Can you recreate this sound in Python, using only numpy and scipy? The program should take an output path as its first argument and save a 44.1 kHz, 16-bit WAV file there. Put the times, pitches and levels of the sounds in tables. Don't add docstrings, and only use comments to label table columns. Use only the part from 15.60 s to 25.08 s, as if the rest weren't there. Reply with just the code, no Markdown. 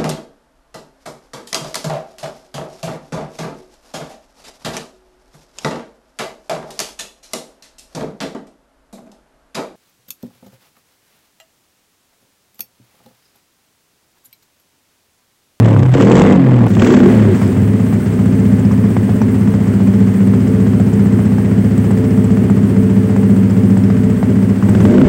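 import sys
import numpy as np
from scipy import signal
from scipy.fft import rfft, irfft, next_fast_len
from scipy.io import wavfile
from scipy.ndimage import uniform_filter1d, minimum_filter1d, map_coordinates

SR = 44100
rng = np.random.default_rng(int(sys.argv[2]) if len(sys.argv) > 2 else 0)


def materialize(psi):
    bounded = np.clip(np.atleast_2d(psi).T, -1, 1)
    quanta = np.round(bounded * 32767).astype(np.int16)
    wavfile.write(sys.argv[1], SR, quanta)


def attenuation_scalar(level_db):
    decades = np.asarray(level_db, float) / 20
    return 10 ** decades


N = 418068
CUT = 1.078
TIME = np.arange(N) / SR
BESIDE = TIME < CUT
DECAY_TIME = np.arange(SR // 2) / SR


def unit(x):
    return x / np.sqrt(np.mean(x ** 2) + 1e-20)


def curves(rows):
    s, *cols = np.transpose(rows)
    return [np.interp(TIME, s, c) for c in cols]


def noise(spectrum, size):
    f, db = np.transpose(spectrum)
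    hz = np.fft.rfftfreq(size, 1 / SR)
    colour = attenuation_scalar(np.interp(np.log(hz + 1), np.log(f), db, -120, -120))
    return unit(irfft(rfft(rng.standard_normal(size)) * colour, size))


def tail(spectrum, t60):
    x = noise(spectrum, size=SR // 2) * attenuation_scalar(-60 * DECAY_TIME / t60)
    return x / np.linalg.norm(x)


def train(times, db):
    at = np.clip(np.round(times * SR).astype(int), 0, N - 1)
    return np.bincount(at, attenuation_scalar(db) * np.sqrt(SR * np.abs(np.gradient(times))), N)


def through(x, response):
    y = signal.fftconvolve(np.trim_zeros(x, "b"), response)[:N]
    return np.pad(y, (0, N - len(y)))


def ring(resonances):
    t, x = DECAY_TIME, 0
    for k, (hz, width, db) in enumerate(resonances):
        sign = (-1) ** k
        x = x + sign * attenuation_scalar(db) * width * np.exp(-np.pi * width * t) * np.sin(2 * np.pi * hz * t)
    x = x * (1 - np.exp(-t / 0.00084))
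    return x / np.linalg.norm(x)


def thin(x):
    return signal.sosfilt(signal.butter(N=4, Wn=110, btype="high", fs=SR, output="sos"), x)


def already_ringing():
    return -attenuation_scalar(-4.0 - 60 * TIME / 0.12) * np.cos(2 * np.pi * 117 * TIME)


def firings(speed, anchor):
    t = np.arange(speed[0][0], speed[-1][0], 1 / SR)
    turns = np.cumsum(np.interp(t, *np.transpose(speed))) / SR
    first = np.interp(anchor, t, turns) % 1
    return np.interp(np.arange(first, turns[-1]), turns, t)


# time in seconds, firings completed so far.
IDLE = [(1.816, 0), (2.019, 4), (2.132, 6), (2.985, 19), (3.367, 25), (3.744, 31), (4.003, 35), (4.671, 45),
        (5.199, 53), (5.976, 65), (6.771, 77), (7.03, 81), (7.696, 91), (8.235, 99), (8.629, 105),
        (8.756, 107), (9.025, 111), (9.149, 113)]


def idling():
    s, turn = np.transpose(IDLE)
    return np.interp(np.arange(turn[-1] + 1), turn, s)


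# time in seconds, firings a second.
COAST_SPEED = [(0.0, 39.0), (0.114, 36.0), (0.2, 33.6), (0.25, 31.9), (0.335, 30.3)]
# time in seconds, firings a second.
NEAR_SPEED = [(0.34, 31.0), (0.416, 37.0), (0.48, 41.5), (0.65, 50.3), (0.714, 49.1), (0.83, 43.9),
              (1.078, 37.3)]
# time in seconds, firings a second.
REV_SPEED = [(1.167, 17.4), (1.235, 22.1), (1.395, 33.4), (1.445, 36.0), (1.507, 37.7), (1.619, 35.5),
             (1.703, 32.0), (1.753, 28.1), (1.816, 22.9)]
# time in seconds, firings a second.
LAST_SPEED = [(9.202, 19.8), (9.275, 21.7), (9.32, 23.6), (9.37, 24), (9.39, 30.5), (9.43, 28.8),
              (9.48, 28.5)]


def crank():
    near = np.concatenate([firings(COAST_SPEED, .231), firings(NEAR_SPEED, .553)])
    rev, last = firings(REV_SPEED, 1.1671)[:-1], firings(LAST_SPEED, 9.2021)
    return near, np.concatenate([[1.035, 1.103], rev, idling(), last])


# time in seconds, strength in dB.
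MISFIRES = [(1.866, -9), (1.917, -3.5), (2.264, -3.5), (2.391, -9), (2.522, -4.5), (3.297, -2),
            (3.428, -3.5), (3.554, -3.5), (4.003, -2.5), (4.538, -8), (8.561, -7), (8.955, -6.5)]


def charges(near, shop):
    shop_db = .8 * rng.standard_normal(len(shop))
    for when, db in MISFIRES:
        shop_db[np.argmin(np.abs(shop - when))] = db
    return .8 * rng.standard_normal(len(near)), shop_db


# time in seconds, opening from 0 to 1.
NEAR_REV = [(0, 0.23), (.08, 0.58), (.325, 0.1), (.345, 0.86), (.5, 0.87), (.6, 0.95), (.735, 0.56),
            (.765, 0.27), (1.07, 0.43)]
# time in seconds, opening from 0 to 1.
SHOP_REV = [(1.09, 0.053), (1.18, 0.07), (1.2, 0.41), (1.25, 0.48), (1.375, 0.69), (1.395, 0.3),
            (1.44, 0.51), (1.52, 0.55), (1.7, 0.32), (2.1, 0.049)]
# time in seconds, opening from 0 to 1.
LAST_REV = [(9.0, 0.0045), (9.13, 0.1), (9.28, 0.23), (9.42, 0.29), (9.48, 0.42)]
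# level in dB, dB more at full throttle, dB more for doubled speed,
# dB more while the crank gains speed.
NEAR_MIX = [
    (-9.5, -11, -0.5, 2.5),
    (-7.5, -1, 0, 5),
    (-23, -7, 22.5, -29),
    (-30, 15, 8, 4.5),
    (-12, 6.5, 9.5, -1),
    (-35.5, 11, 8, 2),
    (-55, 18, 4.5, 3.5),
    (-57.5, 5, -1, 3.5),
    (-31, -6, 8, -17),
    (-49, 19, -3, -5),
]
# level in dB, dB more at full throttle,
# dB more for doubled speed, dB more while the crank gains speed.
SHOP_MIX = [(-13.5, -13, 6.5, 2), (-13.5, -10, -3, 3), (-14.5, -2.5, -5, -4), (-53, 24, 4, 11.5),
            (-22.5, 13.5, 7.5, 3.5), (-35.5, 20.5, -1.5, 0.5), (-46, 30, -8, 2), (-52, 0.5, 0.5, 2),
            (-39.5, 6, 14.5, 12), (-54, 16.5, 9.5, 14)]


def layer_levels(near, shop):
    near_hz, idle_hz = 37, 15.2
    pull_from, pull_full = .6, 1.4
    opening, = curves(NEAR_REV + SHOP_REV + LAST_REV)
    levels = []
    for rows, times, hz in (NEAR_MIX, near, near_hz), (SHOP_MIX, shop, idle_hz):
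        octaves = -np.log2(hz * np.gradient(times))
        gain = uniform_filter1d(np.gradient(octaves, times), size=3)
        pull = np.clip((gain - pull_from) / (pull_full - pull_from), 0, 1)
        drivers = [np.ones(N), opening, np.interp(TIME, times, octaves), np.interp(TIME, times, pull)]
        levels.append(np.array(rows) @ drivers)
    return np.where(BESIDE, *levels)


# frequency in Hz, level in dB, t60 in seconds, polarity at the microphone.
WORKSHOP = [(76.1, -30.3, 0.654, -1), (100.5, -6.5, 0.227, 1), (112.6, -4.0, 0.115, -1),
            (120.5, -29.7, 0.7, 1), (136.7, -23.4, 0.465, -1), (167.4, -20.6, 0.459, -1),
            (194.6, -17.0, 0.7, 1), (200.2, -9.3, 0.257, 1), (221.8, -18.0, 0.209, -1),
            (242.3, -9.8, 0.252, -1), (259.2, 3.2, 0.179, -1), (258.5, 6.7, 0.104, 1),
            (282.0, -11.0, 0.066, -1), (342.5, -30.0, 0.419, -1), (360.1, -32.2, 0.459, 1),
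            (385.5, -23.8, 0.147, -1), (406.4, -38.0, 0.472, 1), (437.0, -27.0, 0.6, -1),
            (466.7, -31.0, 0.177, -1), (543.7, -42.8, 0.398, 1), (598.9, -38.5, 0.311, -1),
            (652.2, -52.8, 0.694, 1)]


def room_modes():
    t, linger, build_s = DECAY_TIME, 1.15, 0.0018
    modes = [sign * attenuation_scalar(db - 60 * t / (linger * t60)) * np.sin(2 * np.pi * hz * t)
             for hz, db, t60, sign in WORKSHOP]
    return np.array(modes) * (1 - np.exp(-t / build_s))


# frequency in Hz, width in Hz, level in dB.
PIPE = [
    (105.4, 15.5, 0),
    (127.5, 25.6, 0),
    (260, 67, 0),
]


def thumps(close, far, modes, thump_db):
    groups = np.split(modes / np.linalg.norm(modes.sum(axis=0)), [5, 8])
    out = 0
    for db, pipe, sign, group in zip(thump_db, PIPE, (1, -1, 1), groups):
        boom = signal.fftconvolve(ring([pipe]), ring([pipe]))[:SR // 3]
        beside = through(close, sign * boom / np.linalg.norm(boom))
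        across = attenuation_scalar(0.5) * through(far, group.sum(axis=0))
        out += attenuation_scalar(db) * np.where(BESIDE, beside, across)
    return out


# frequency in Hz, density in dB per Hz.
RUMBLE = [(12, -68.5), (20, -15), (89, -16), (151, -12.5), (195, 3.5), (312, -14), (437, -12.5), (500, -24),
          (650, -38), (1100, -120)]


def rumble(level_db):
    open_air_db = -2.5
    return attenuation_scalar(level_db - 8.0 + open_air_db * BESIDE) * noise(RUMBLE, size=N)


# frequency in Hz, width in Hz, level in dB.
SHOP_BARK = [(206, 20, 3), (264, 21, 11.5), (357, 7.3, 4), (387, 14, -6.5), (438, 9, 8.5),
             (496.4, 25, -2.5), (604.3, 54, -6.5)]


def steep_room(room):
    steep = np.pad(-np.diff(room, n=2), 1) * (1 - np.exp(-DECAY_TIME / .001))
    return steep / np.linalg.norm(steep) + attenuation_scalar(-1.5) * ring(SHOP_BARK)


# frequency in Hz, width in Hz, level in dB.
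PIPE_BARK = [(189, 67, 8), (316, 36, -0.5), (372, 31, 6), (462.4, 27, 7), (521, 38, 2), (605, 15, -8),
             (860, 410, -16)]


def bark(close, far, sharp, steep):
    beside = thin(through(sharp * close, ring(PIPE_BARK)))
    return np.where(BESIDE, beside, through(sharp * far, steep))


def gas_flow(close, far, sharp, thump):
    swell = np.exp(-DECAY_TIME / .016) * (1 - np.exp(-DECAY_TIME / .0015))
    gush = np.roll(through(close, np.hanning(SR // 40)), -SR // 65)
    puffs = np.where(BESIDE, gush, through(far, swell))
    puffs /= uniform_filter1d(puffs, SR // 8) + 1e-9
    stops = (close > 0) * np.clip(3 * sharp * rng.uniform(.4, 1.6, N), 0, 1)
    lull = through(np.roll(stops, -SR // 200), np.hanning(SR // 170))
    flow = np.where(BESIDE, (.6 + .4 * puffs) * (1 - .9 * lull), .87 + .13 * puffs)
    return flow * (1 + BESIDE * np.clip(1.1 * thump, -.9, .9))


# frequency in Hz, density in dB per Hz.
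BARK = [(160, 14.5), (280, 8.5), (324, 5), (359, -3), (505, 2), (645, -6.5), (1200, -11.5), (1560, -61),
        (2640, -120)]
# frequency in Hz, density in dB per Hz.
RUSH = [(470, 3), (800, 1.5), (924, 0.5), (1330, -3), (1660, -2.5), (2050, -3.5), (2370, -8.5),
        (3160, -12.5), (4050, -21.5), (4990, -25.5), (5400, -32), (7020, -54), (11900, -120)]
# frequency in Hz, density in dB per Hz.
FIZZ = [(2530, -44), (4300, -4.5), (5950, -4.5), (7210, -3.5), (7930, 0), (8190, -21), (8600, -58),
        (11200, -38), (18900, -120)]


def jet(flow, steep, roar_db, rush_db, fizz_db):
    roar = flow * noise(BARK, size=N)
    room_roar = through(flow * rng.standard_normal(N), steep)
    out = attenuation_scalar(roar_db - 4.5) * np.where(BESIDE, unit(roar), unit(room_roar))
    out += attenuation_scalar(rush_db - 1.0) * unit(flow * noise(RUSH, size=N))
    return out + attenuation_scalar(fizz_db - 6.0) * unit(flow * noise(FIZZ, size=N))


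# frequency in Hz, width in Hz, level in dB.
NEAR_BLARE = [(125, 3.4, 0), (282.5, 6.9, 8), (356, 16, -23), (435, 19, -8)]
# frequency in Hz, width in Hz, level in dB.
SHOP_BLARE = [(147.7, 28, -1.5), (212, 36, -2.5), (243.7, 26, 5.5), (347.5, 23, 1), (435, 9.9, -7.5),
              (502, 20, -14)]


def blare(close, far, level_db):
    beside = thin(through(attenuation_scalar(level_db) * close, ring(NEAR_BLARE)))
    return np.where(BESIDE, beside, through(attenuation_scalar(level_db) * far, ring(SHOP_BLARE)))


def crackle(close, far, level_db):
    snaps = np.where(BESIDE, close, far) * attenuation_scalar(level_db + 3 * rng.standard_normal(N))
    snap = tail(RUSH, t60=0.017) + attenuation_scalar(-23.0) * tail(FIZZ, t60=0.019)
    return through(snaps, snap * (1 - np.exp(-DECAY_TIME / .003)) * attenuation_scalar(4))


# frequency in Hz, density in dB per Hz.
BUFFET = [(15, -31), (25, 8), (50, -7.5), (70, -28)]


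def buffet():
    return BESIDE * attenuation_scalar(-27) * noise(BUFFET, size=N)


# frequency in Hz, density in dB per Hz.
CASE = [(4060, -40), (6900, -45), (7740, -7), (8330, 3.5), (8870, 0.5), (9960, -7), (11200, -9),
        (13000, -9), (15100, -3.5), (15900, -1.5)]
# frequency in Hz, density in dB per Hz.
TICK = [(4300, -36), (5100, -13), (6300, -18), (7600, 2.5), (8400, -11), (12000, -30)]


def valves(times, level_db):
    ticks = train(times + 0.01, 4.9 * rng.standard_normal(len(times))) * (TIME > CUT)
    slow = map_coordinates(rng.standard_normal(N * 30 // SR + 4), [TIME * 30])
    whirr = attenuation_scalar(1.5 * slow + 1.5) * noise(CASE, size=N)
    return attenuation_scalar(level_db) * (whirr + attenuation_scalar(-10) * through(ticks, tail(TICK, t60=.03)))


# time in seconds, load (1 pulling hard, below 0 on overrun).
LOAD = [(0, 0.22), (.33, 0.74), (.37, 0.9), (.55, 1), (.63, 0.42), (.75, 1), (.8, 0.67), (1.25, -0.077),
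        (1.32, 0.94), (1.42, 0.63), (1.5, -0.47), (1.7, 0.24), (1.78, -0.2), (9.28, 0.04), (9.35, 1),
        (9.48, 1)]
# time in seconds, change of upper thump, bark, roar and blare in dB,
# change of low and middle thump and rumble in dB.
REV_LEVELS = [(0, -2, -1.5), (.2, -2, 0.5), (.25, -1, -4), (.325, -15, -5), (.345, -2, -3.5), (.45, -1, -4.5),
              (.55, -1.5, -5), (.7, -2.5, -1.5), (.85, -5, -4), (1.07, -2, -3.5), (1.2, 1.5, 4.5), (1.28, 2, -8),
              (1.38, -2, -3), (1.45, 0, -9.5), (1.53, -2.5, -0.5), (1.62, -2.5, 2), (1.75, 0.5, 1),
              (9.15, 1.5, 0.5), (9.22, 0, 3.5), (9.29, 2.5, 0), (9.35, 4.5, -3), (9.41, 2, -5), (9.48, 5.5, -3.5)]


def engine():
    near, shop = crank()
    near_db, shop_db = charges(near, shop)
    close, far = train(near, near_db), train(shop, shop_db)
    levels = layer_levels(near, shop)
    thump_db = levels[:3]
    bark_db, roar_db, rush_db, fizz_db, whirr_db, blare_db, crackle_db = levels[3:]
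    (load,), (upper_db, boom_db) = curves(LOAD), curves(REV_LEVELS)
    thump_db = thump_db + np.array([boom_db, boom_db, upper_db]) + np.outer((-6.5, -4.5, 5.5), load)
    sharp = attenuation_scalar(bark_db + upper_db + 3.5 * load)
    modes = room_modes()
    steep = steep_room(modes.sum(axis=0))
    thump = thumps(close, far, modes, thump_db)
    flow = gas_flow(close, far, sharp, thump)
    out = thump + rumble(thump_db[0]) + bark(close, far, sharp, steep)
    out += jet(flow, steep, roar_db + upper_db, rush_db, fizz_db)
    out += blare(close, far, blare_db + upper_db) + crackle(close, far, crackle_db) + buffet()
    duck, flutter = .5, 0.36
    squeeze = np.exp(flutter * thump - duck * 2 * uniform_filter1d(np.abs(thump), SR // 80))
    return out + unit(squeeze) * valves(shop, whirr_db - 5.5 * load)


# start in seconds, end in seconds, order of the firing rate, level in dB.
SINGS = [(0.032, 0.203, 5, -17), (0.224, 0.374, 4, -11), (.34, 0.432, 8, -9), (0.377, 0.517, 5, -9.5),
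         (0.41, 0.556, 7, -31.5), (0.645, 0.895, 4, -10.5), (0.742, 0.877, 6, -9), (0.913, 1.07, 6, -17),
         (.93, 1.069, 5, -22), (1.015, 1.068, 7, -19), (0.996, 1.075, 12, -20.5), (1.265, 1.36, 13, -10),
         (1.407, 1.514, 11, -13.5), (1.51, 1.698, 6, -10.5), (1.625, 1.742, 7, -16),
         (1.658, 1.756, 12, -12), (9.2, 9.3, 14, -19), (9.26, 9.367, 10, -11.5), (9.29, 9.378, 15, -13.5),
         (9.383, 9.52, 9, -10.5), (9.392, 9.498, 5, -18), (9.386, 9.5, 12, -20)]


def singing():
    near, shop = crank()
    out = np.zeros(N)
    near_turns = np.interp(TIME, near, np.arange(len(near)))
    shop_turns = np.interp(TIME, shop, np.arange(len(shop)))
    turns = np.where(BESIDE, near_turns, shop_turns)
    turns = uniform_filter1d(turns, SR // 40)
    for start, end, order, db in SINGS:
        first, last = round(start * SR), round(end * SR)
        part = slice(first, last)
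        swell = np.sqrt(np.hanning(last - first))[:len(turns[part])]
        out[part] += attenuation_scalar(db) * swell * np.sin(2 * np.pi * round(order) * turns[part])
    return out


# time in seconds, peak in dB.
SPITS = [(0.0338, -37), (0.0448, -21), (0.0588, -23), (0.0853, -24), (0.1032, -25), (0.1291, -25),
         (0.164, -33), (0.19, -24), (0.229, -22), (0.2593, -27), (0.2957, -36), (0.3166, -34),
         (0.338, -14.5), (0.3822, -23), (0.41, -15), (0.4215, -14), (0.469, -24), (0.4795, -27),
         (0.5147, -11), (0.5541, -12), (0.579, -12), (0.5943, -12), (0.618, -8.5), (0.662, -16),
         (0.7045, -23), (0.7228, -16.5), (0.7582, -23),
         (1.1355, -27), (1.1503, -19.5), (1.1944, -15), (1.2217, -18), (1.2446, -15), (1.271, -14),
              (1.305, -26), (1.3284, -22), (1.3434, -14), (1.3903, -22)]
# frequency in Hz, density in dB per Hz.
SPIT = [(900, -21), (1500, -2), (2500, 1.5), (3600, -3), (4300, -15.5), (7200, -7.5), (8000, -9),
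        (8300, -49.5)]


def spits():
    out, t = np.zeros(N + SR), DECAY_TIME
    for s, db in SPITS:
        burst = tail(SPIT, t60=0.027) * (1 - np.exp(-t / 0.0011))
        out[round(s * SR):][:len(t)] += attenuation_scalar(db + 14) * burst
    return out[:N]


# time in seconds, peak in dB.
POPS = [(0.079, -16), (0.164, -7.5), (0.23, -9), (0.33, -35), (0.352, -15), (0.385, -11.5), (0.407, -3),
        (0.431, -18.5), (0.471, -3), (0.49, -10.5), (0.511, 1), (0.532, -9), (0.553, -7.5), (0.58, -6),
        (0.596, -8.5), (0.616, -3), (0.638, -11), (0.652, -6), (0.682, -11), (0.707, -15), (0.725, -13),
        (0.739, -3), (0.761, -10), (1.03, -26), (1.169, -9), (1.219, -15), (1.263, -16), (1.302, -18),
        (1.341, -13), (1.369, -14), (1.443, -15), (1.5, -14), (1.815, -14), (9.204, -18), (9.252, -11),
        (9.298, -22), (9.34, -17), (9.382, -18), (9.415, -11), (9.45, -15)]
# time in seconds, peak in dB.
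IDLE_POPS = [(1.966, -14), (2.196, -19), (2.326, -16), (2.591, -16), (2.656, -19), (2.853, -21),
             (2.92, -31), (2.984, -22), (3.049, -20), (3.112, -10.5), (3.24, -15.5), (3.367, -5),
             (3.492, -11), (3.616, -7), (3.744, -15.5), (3.874, -19), (3.94, -12), (4.136, -25),
             (4.202, -19), (4.337, -28), (4.472, -18), (4.604, -21), (4.671, -19), (4.736, -12),
             (4.999, -21), (5.065, -19), (5.134, -19), (5.199, -9.5), (5.458, -14), (5.592, -15),
             (5.653, -22), (5.783, -15), (5.913, -15), (6.175, -25), (6.241, -21), (6.307, -13),
             (6.637, -34), (6.771, -16), (6.899, -11), (6.964, -17), (7.163, -30), (7.296, -35),
             (7.362, -37), (7.496, -17), (7.563, -10), (7.633, -14), (7.695, -20), (7.832, -25), (8.1, -33),
             (8.17, -11.5), (8.301, -12), (8.498, -16), (8.629, -7), (9.025, -12), (9.09, -11)]
# frequency in Hz, density in dB per Hz.
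CRACK = [(250, -18), (600, 11), (1500, -1), (2300, -9), (3500, -32), (5000, -55)]


def pops():
    out = np.zeros(N + SR)
    u = DECAY_TIME / .00055
    front = (1 - u / 1.8) * np.exp(-u) * (1 - np.exp(-u / .35)) ** 3
    late = [(s, db - 2) for s, db in IDLE_POPS]
    faint = [(s, -26.5 - 2.5 * rng.normal()) for s in idling()]
    for s, db in POPS + late + faint:
        rattle = tail(CRACK, t60=0.011) * (1 - np.exp(-u))
        out[round(s * SR):][:len(u)] += attenuation_scalar(db) * (attenuation_scalar(9.5) * front + attenuation_scalar(13.0) * rattle)
    return out[:N]


# time in seconds, peak in dB, ring in Hz.
KNOCKS = [(1.3244, -22, 6750), (2.6593, -26.5, 7700), (3.052, -31.5, 5100), (3.116, -29.5, 5700),
          (3.617, -26, 5850), (4.1389, -45, 7640), (4.6737, -33, 8350), (5.203, -32, 7640),
          (5.333, -31.5, 7000), (5.6586, -28, 7740), (6.179, -25, 7750), (6.311, -27, 7900),
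          (6.375, -35, 4950), (6.572, -35, 7740), (6.6437, -26.5, 7870), (6.902, -30, 7650),
          (6.967, -30, 8130), (7.5647, -32, 7600), (7.7661, -36, 7850), (8.1742, -27, 7900),
          (8.238, -30, 5260), (8.502, -31, 7850), (9.0938, -26, 8330), (9.2063, -28, 6220),
          (9.2412, -27, 7560)]


def knocks():
    out, t = np.zeros(N + SR), np.arange(SR // 10) / SR
    soft = []
    for s in idling():
        hz = rng.choice((5110, 7500)) * rng.normal(1, 0.026)
        soft.append((s + 0.0019, -38.5 + 2 * rng.normal(), hz))
    for s, db, hz in KNOCKS + soft:
        rough = 1 + .6 * uniform_filter1d(rng.standard_normal(len(t)), SR // 900) * 7
        ping = rough * np.sin(2 * np.pi * hz * t) * attenuation_scalar(-60 * t / 0.031)
        tick = attenuation_scalar(-2.5) * np.diff(rng.standard_normal(len(t) + 1)) * attenuation_scalar(-60 * t / 0.0052)
        out[round(s * SR):][:len(t)] += attenuation_scalar(db - 7.5) * (ping + tick)
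    return out[:N]


# frequency in Hz, level in dB.
HUMS = [(436.6, -31.5), (382.6, -35), (598.4, -44)]


def wander():
    return map_coordinates(rng.standard_normal(N * 6 // SR + 4), [6 * TIME])


def hums():
    idle = np.interp(TIME, [1.7, 2.1, 8.9, 9.1], [0, 1, 1, 0])
    out = np.zeros(N)
    for hz, db in HUMS:
        swell, slip = wander(), wander()
        out += attenuation_scalar(db + 2.9 * swell) * np.sin(2 * np.pi * hz * TIME + 1.16 * slip)
    return idle * out


def scene():
    splice = np.clip(np.abs(TIME - CUT) / .003, 0, 1)
    motor = splice * (engine() + singing())
    return (already_ringing() + motor + spits() + pops() + knocks() + hums())[None]


# time in seconds, share of the local mean that a line must exceed to survive.
STARVED = [(.72, 0), (.8, .9), (1.06, 1.1), (1.4, 1.1), (1.7, .8), (1.95, 0)]


def starve(x):
    hz, t, z = signal.stft(x, SR, nperseg=1024)
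    mean = uniform_filter1d(uniform_filter1d(np.abs(z), 24, axis=1), 3, axis=2)
    share = np.interp(t, *np.transpose(STARVED)) * (hz[:, None] > 7800)
    kept = uniform_filter1d(np.abs(z), 3, axis=2) > share * mean
    return signal.istft(z * np.where(kept, 1, .05), SR, nperseg=1024)[1][:, :N]


def low_pass(x):
    return signal.sosfilt(signal.butter(12, 17050, fs=SR, output="sos"), x)


def record(dry):
    x = signal.sosfilt(signal.butter(N=3, Wn=52, btype="high", fs=SR, output="sos"), dry)
    hold = SR // 300
    gain = minimum_filter1d(np.minimum(1, 1 / np.abs(x + 1e-9)), 2 * hold)
    x = x * uniform_filter1d(gain, hold)
    drive_db, knee = 0.96, 3.3
    x = x * ((1 + attenuation_scalar(drive_db * knee)) / (1 + np.abs(attenuation_scalar(drive_db) * x) ** knee)) ** (1 / knee)
    size = next_fast_len(N + SR // 4)
    x = irfft(rfft(x, size) * (np.fft.rfftfreq(size, 1 / SR) < 15850), size)[:, :N]
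    return low_pass(starve(x))


dry = scene()
out = record(dry)
materialize(out)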